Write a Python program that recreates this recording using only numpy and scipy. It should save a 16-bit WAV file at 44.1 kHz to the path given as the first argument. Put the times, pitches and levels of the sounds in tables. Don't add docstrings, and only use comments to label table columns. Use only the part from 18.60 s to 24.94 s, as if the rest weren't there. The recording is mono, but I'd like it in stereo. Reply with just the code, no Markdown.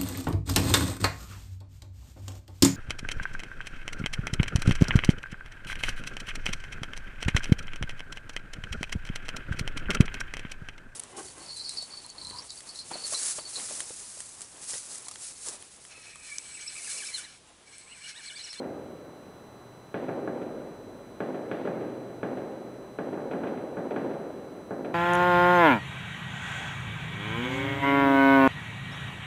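import sys
import numpy as np
from scipy import signal
from scipy.fft import rfft, irfft, next_fast_len
from scipy.io import wavfile
from scipy.ndimage import uniform_filter1d

SR = 44100
rng = np.random.default_rng(int(sys.argv[2]) if len(sys.argv) > 2 else 0)


def boost(x):
    u = np.asarray(x, float) / 20
    return 10 ** u


def put_to_file(sound):
    columns = np.atleast_2d(sound).T
    safe = np.clip(columns, -1, 1)
    whole_steps = np.round(safe * 32767)
    wavfile.write(sys.argv[1], SR, whole_steps.astype(np.int16))


N = 279594


def colour(x, table):
    size = next_fast_len(x.shape[-1] + 4096)
    table_hz, table_db = np.transpose(table)
    bin_hz = np.fft.rfftfreq(4096, 1 / SR)
    level_db = np.interp(np.log(bin_hz + 1), np.log(table_hz), table_db)
    cepstrum = irfft(level_db * np.log(10) / 20)
    cepstrum[1:2048] *= 2
    cepstrum[2049:] = 0
    response = irfft(np.exp(rfft(cepstrum)))
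    return irfft(rfft(x, size) * rfft(response, size), size)[..., :x.shape[-1]]


# pitch_hz [Hz], side_level_db [dB]
SIDE_COLOUR = [(30, -21), (60, -10), (125, -29), (400, -25), (1000, -12), (2500, -8), (6000, -9.5),
               (10000, -12.5), (11500, -20)]


def widen(side):
    return colour(side, SIDE_COLOUR)


# pitch_hz [Hz], level_db [dB per Hz]
TOWN_COLOUR = [(15, -39), (30, -16), (60, -21), (90, -9), (130, -11.5), (200, -5.5), (400, -11),
               (800, -11.5), (1300, -16.5), (2000, -25.5), (3450, -33), (4400, -35.5), (9000, -41.5),
               (15500, -42)]


def night():
    warm_up = 4096
    mid, side = (colour(rng.standard_normal(N + warm_up), TOWN_COLOUR)[warm_up:] for _ in range(2))
    gain = boost(-51) / mid.std()
    return gain * mid, gain * boost(2.5) * widen(side)


# start_s [s], length_s [s], pitch_hz [Hz], level_db [dB]
GENERATOR_TONES = [(0, 5.6, 123.4, -65), (.8, 1.0, 123.4, -61), (2.95, .9, 123.4, -58),
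                   (4.0, .6, 123.4, -63), (.8, 1.1, 49.1, -75), (1.9, .7, 49.1, -66), (3.0, 3.3, 49.1, -73),
                   (0, .55, 77, -64), (1.3, .5, 77, -70), (4.7, 1.6, 77, -70), (0, .3, 103, -65),
                   (2.15, .55, 103, -62), (3.1, .6, 103, -68), (4.7, 1.6, 103, -67)]


def generator(t):
    start_s, length_s, pitch_hz, level_db = np.transpose(GENERATOR_TONES)[:, :, None]
    slow = rng.standard_normal((2, 4, N))
    for _ in range(2):
        slow = uniform_filter1d(slow, 2500)
    pitch_group = np.searchsorted([60, 90, 110], pitch_hz[:, 0])
    level_drift, phase_drift = (slow / slow.std())[:, pitch_group]
    fade_s = 0.12
    to_edge_s = np.minimum(t - start_s, start_s + length_s - t)
    swell = np.clip(to_edge_s / fade_s + 0.5, 0, 1)
    phase = 2 * np.pi * np.round(pitch_hz, 1) * t + 0.6 * phase_drift
    tones = swell * boost(level_db + 1.3 * level_drift) * np.sin(phase)
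    return np.sqrt(2) * np.sum(tones, axis=0)


# multiple [of the clock], level_db [dB]
STRONG_WHINE = [(10, -76), (20, -67.5), (30, -72), (40, -77), (50, -76.5), (60, -91)]
# pitch_hz [Hz], level_db [dB]
WEAK_WHINE = [(1400, -92), (2200, -81), (3600, -87.5), (5400, -99), (9000, -97), (13500, -99)]


def whine(t):
    clock_hz = 200
    multiple = np.arange(7, 68)
    level_db = np.interp(multiple * clock_hz, *np.transpose(WEAK_WHINE))
    level_db = level_db + 2.1 * rng.standard_normal(len(multiple))
    for strong, strong_db in STRONG_WHINE:
        level_db[multiple == round(strong)] = strong_db
    phase = rng.uniform(0, 2 * np.pi, len(multiple))
    cycle = t[:SR // 100]
    tones = np.sin(2 * np.pi * clock_hz * multiple[:, None] * cycle + phase[:, None])
    return np.resize(np.sqrt(2) * boost(level_db) @ tones, N)


def play(events, columns, response):
    lead = SR // 2
    train = np.zeros(N + lead)
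    for event in events:
        train[lead + int(event[0] * SR)] = boost(sum(event[k] for k in columns))
    return signal.fftconvolve(train, response)[lead:lead + N]


# pitch_hz [Hz], level_db [dB per Hz]
THUMP_COLOUR = [(24, -65.5), (60, -31.5), (100, -22), (135, -8.5), (180, -5.5), (280, 1.5), (400, -0.5),
                (560, -2), (720, -9.5), (900, -15.5), (1150, -22), (1450, -22), (2200, -30), (3600, -42),
                (5000, -53.5), (6500, -72), (11000, -120)]


def thump(x):
    unit = colour(np.eye(1, 4096)[0], THUMP_COLOUR)
    return colour(x, THUMP_COLOUR) / np.abs(unit).max()


def density(t):
    def power(level_db, hold_s, t60_s):
        return boost(level_db - 60 * np.maximum(t - hold_s, 0) / t60_s) ** 2

    close = power(-24, 0, 0.33)
    quarter = power(-28, 0.14, 1.3)
    far = power(-32.5, 0, 5.64)
    return np.sqrt(close + quarter + far)


def scatter(t, lumpy_db):
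    lumps = rng.exponential(size=len(t) // 40 + 1).repeat(40)[:len(t)]
    clicks = rng.standard_normal(len(t)) * boost(lumpy_db * lumps)
    return clicks / clicks.std() * density(t)


# pitch_hz [Hz], level_db [dB]
MIRROR_COLOUR = [(850, 0), (1200, -12), (2000, -27.5)]


def mirrored(x):
    return colour(x, MIRROR_COLOUR)


# pitch_hz [Hz], level_db [dB]
SCATTER_COLOUR = [(500, -40), (800, -7), (1100, -1.5)]
# pitch_hz [Hz], level_db [dB]
YARD_COLOUR = [(200, 0.5), (222, -3), (250, 0), (350, -0.5), (405, 2), (440, 0)]


def roll(t, fronts, early_db, early_s):
    low = mirrored(0.75 * fronts + scatter(t, lumpy_db=0.3))
    wash = scatter(t, lumpy_db=0.96) * boost(2.0 + early_db * np.exp(-t / early_s))
    return thump(colour(low, YARD_COLOUR) + colour(wash, SCATTER_COLOUR))


# pitch_hz [Hz], level_db [dB]
AIR_COLOUR = [(40, -37), (120, -0.5), (2600, -8), (4000, -2), (5500, -32), (12000, -78)]


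def rings(modes, t):
    rise = 1 - np.exp(-t / 0.00022)
    struck = 0
    for pitch_hz, level_db, t60_s in modes:
        struck = struck + boost(level_db) * np.sin(2 * np.pi * pitch_hz * t) * boost(-60 * t / t60_s)
    return colour(rise * struck, AIR_COLOUR)


# start_s [s], level_db [dB], crack_db [dB], treble_db [dB]
MORTAR_BLASTS = [(-.082, -2.5, 0, -7), (1.3426, -1.5, 0, 0.5), (1.4903, -3, 0, -12), (1.6759, -3.5, 3, -12),
                 (2.604, -0.5, 0.5, -3.5), (2.9141, -2, 0.5, 3), (3.0746, -3, 2.5, -7),
                 (3.6308, -0.6, 1, -3), (4.3872, -1.5, 0.5, -5), (4.5732, -4.5, -19, -17),
                 (4.734, -4, 0, -4), (4.836, -2.5, -2, -3), (5.1699, -1, -5, -10), (5.362, -0.3, 0.5, -3),
                 (6.108, -2, -3, -19)]


def blasts(columns, response):
    split = signal.butter(3, 1900, fs=SR, output="sos")
    low = signal.sosfiltfilt(split, response)
    treble = response - low
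    return play(MORTAR_BLASTS, columns, low) + play(MORTAR_BLASTS, columns + [3], treble)


# delay_s [s], level_db [dB]
HOUSE_FRONTS = [(.004, -16), (.0071, -8), (.0114, -18), (.023, -5), (.0304, -0.5), (.0365, -1.5),
                (.045, -3), (.0626, -20), (.0787, -7), (0.082, -3.5), (0.087, 0), (0.1014, 2),
                (0.1087, -4.5), (0.1409, 2.5), (0.1765, 0), (.1889, -1), (0.2057, 1.5), (.343, -1),
                (0.387, -5.5), (0.434, -8), (.563, -8)]
# pitch_hz [Hz], level_db [dB], t60_s [s]
BALCONY_RINGS = [(187.3, -31.5, 0.24), (122.1, -46, 0.69), (323.7, -48, 0.024), (599.3, -54, 0.054),
                 (1243, -21, 0.016), (1453, -20.5, 0.015), (1650, -29, 0.058), (2234, -26.5, 0.017),
                 (2823, -60, 0.038), (3390, -46, 0.032)]


def mortars(t):
    fronts = np.zeros(len(t))
    for delay_s, level_db in HOUSE_FRONTS:
        fronts[int(delay_s * SR)] = -boost(level_db)
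    echo = boost(-24.0) * roll(t, fronts, early_db=5.5, early_s=0.17)
    boom = rings(BALCONY_RINGS[:4], t)
    crack = rings(BALCONY_RINGS[4:], t)
    crack = crack + 0.23 * np.roll(crack, int(0.00361 * SR))
    cracks = blasts([1, 2], crack)
    arrival = np.eye(1, 4096, round(0.00027 * SR))[0]
    direct = -boost(3.5 - 25.5) * thump(mirrored(arrival))
    mid = blasts([1], echo - boom) + cracks + blasts([1, 2], direct)
    side = blasts([1], boost(-25.0) * roll(t, 0, early_db=9.0, early_s=0.12))
    return mid, widen(side) - 0.21 * cracks


# start_s [s], roll_db [dB], crack_db [dB]
SHELL_BREAKS = [(.03, -10.5, -28), (1.484, -7, -4), (1.7494, -15, -7), (1.8168, -9.5, -3), (2.745, -8, -23),
                (3.052, -5.5, -22), (3.21, -10.5, -12), (3.772, -9, -11), (4.53, -8, -11),
                (4.7117, -5.5, 0.5), (4.8714, -9, 3.5), (4.9744, -14.5, 2), (5.3083, -4, -3.5),
                (5.4994, -12, -5), (6.2467, -5.5, -0.5)]
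# pitch_hz [Hz], level_db [dB], t60_s [s]
SNAP_RINGS = [(1010, -45, 0.007), (1700, -46, .015), (2500, -27.5, 0.0075), (3020, -36.5, 0.0047),
              (3800, -58, 0.013)]


def shells(t):
    snap = rings(SNAP_RINGS, t)
    first_echo = 1.1 * np.roll(snap, int(0.00428 * SR))
    second_echo = 0.46 * np.roll(snap, int(0.0091 * SR))
    snap = snap + first_echo + second_echo
    mid, side = (boost(-22.0) * roll(t, 0, early_db=9.5, early_s=0.0055) for _ in range(2))
    snaps = play(SHELL_BREAKS, [1, 2], boost(4.0) * snap)
    return play(SHELL_BREAKS, [1], mid) + snaps, widen(play(SHELL_BREAKS, [1], side))


# start_s [s] (middle of the brush), level_db [dB], length_s [s]
HAND_BRUSHES = [
    (.04, -74, .03),
    (.155, -72, .02),
    (0.323, -72, .08),
    (.57, -82, .02),
]


def rustle(t):
    shape = 0
    for middle_s, level_db, length_s in HAND_BRUSHES:
        shape = shape + boost(level_db) * np.exp(-(2 * (t - middle_s) / length_s) ** 2)
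    return shape * colour(rng.standard_normal(N), [(8000, -20), (11000, 6), (13500, 0), (15000, -17)])


def scene():
    t = np.arange(N) / SR
    delay = t[:int(1.6 * SR)]
    mid, side = np.sum([night(), mortars(delay), shells(delay)], axis=0)
    tone = whine(t)
    mid = mid + generator(t) + rustle(t) + tone
    side = side - 0.16 * tone
    return np.array([mid + side, mid - side])


def band_limit(x):
    return signal.sosfilt(signal.butter(12, 15670, fs=SR, output="sos"), x)


def record(dry):
    top_cut = signal.ellip(8, 0.2, 70, 15550, fs=SR, output="sos")
    mix = signal.sosfilt(top_cut, dry)
    return band_limit(mix)


dry = scene()
out = record(dry)
put_to_file(out)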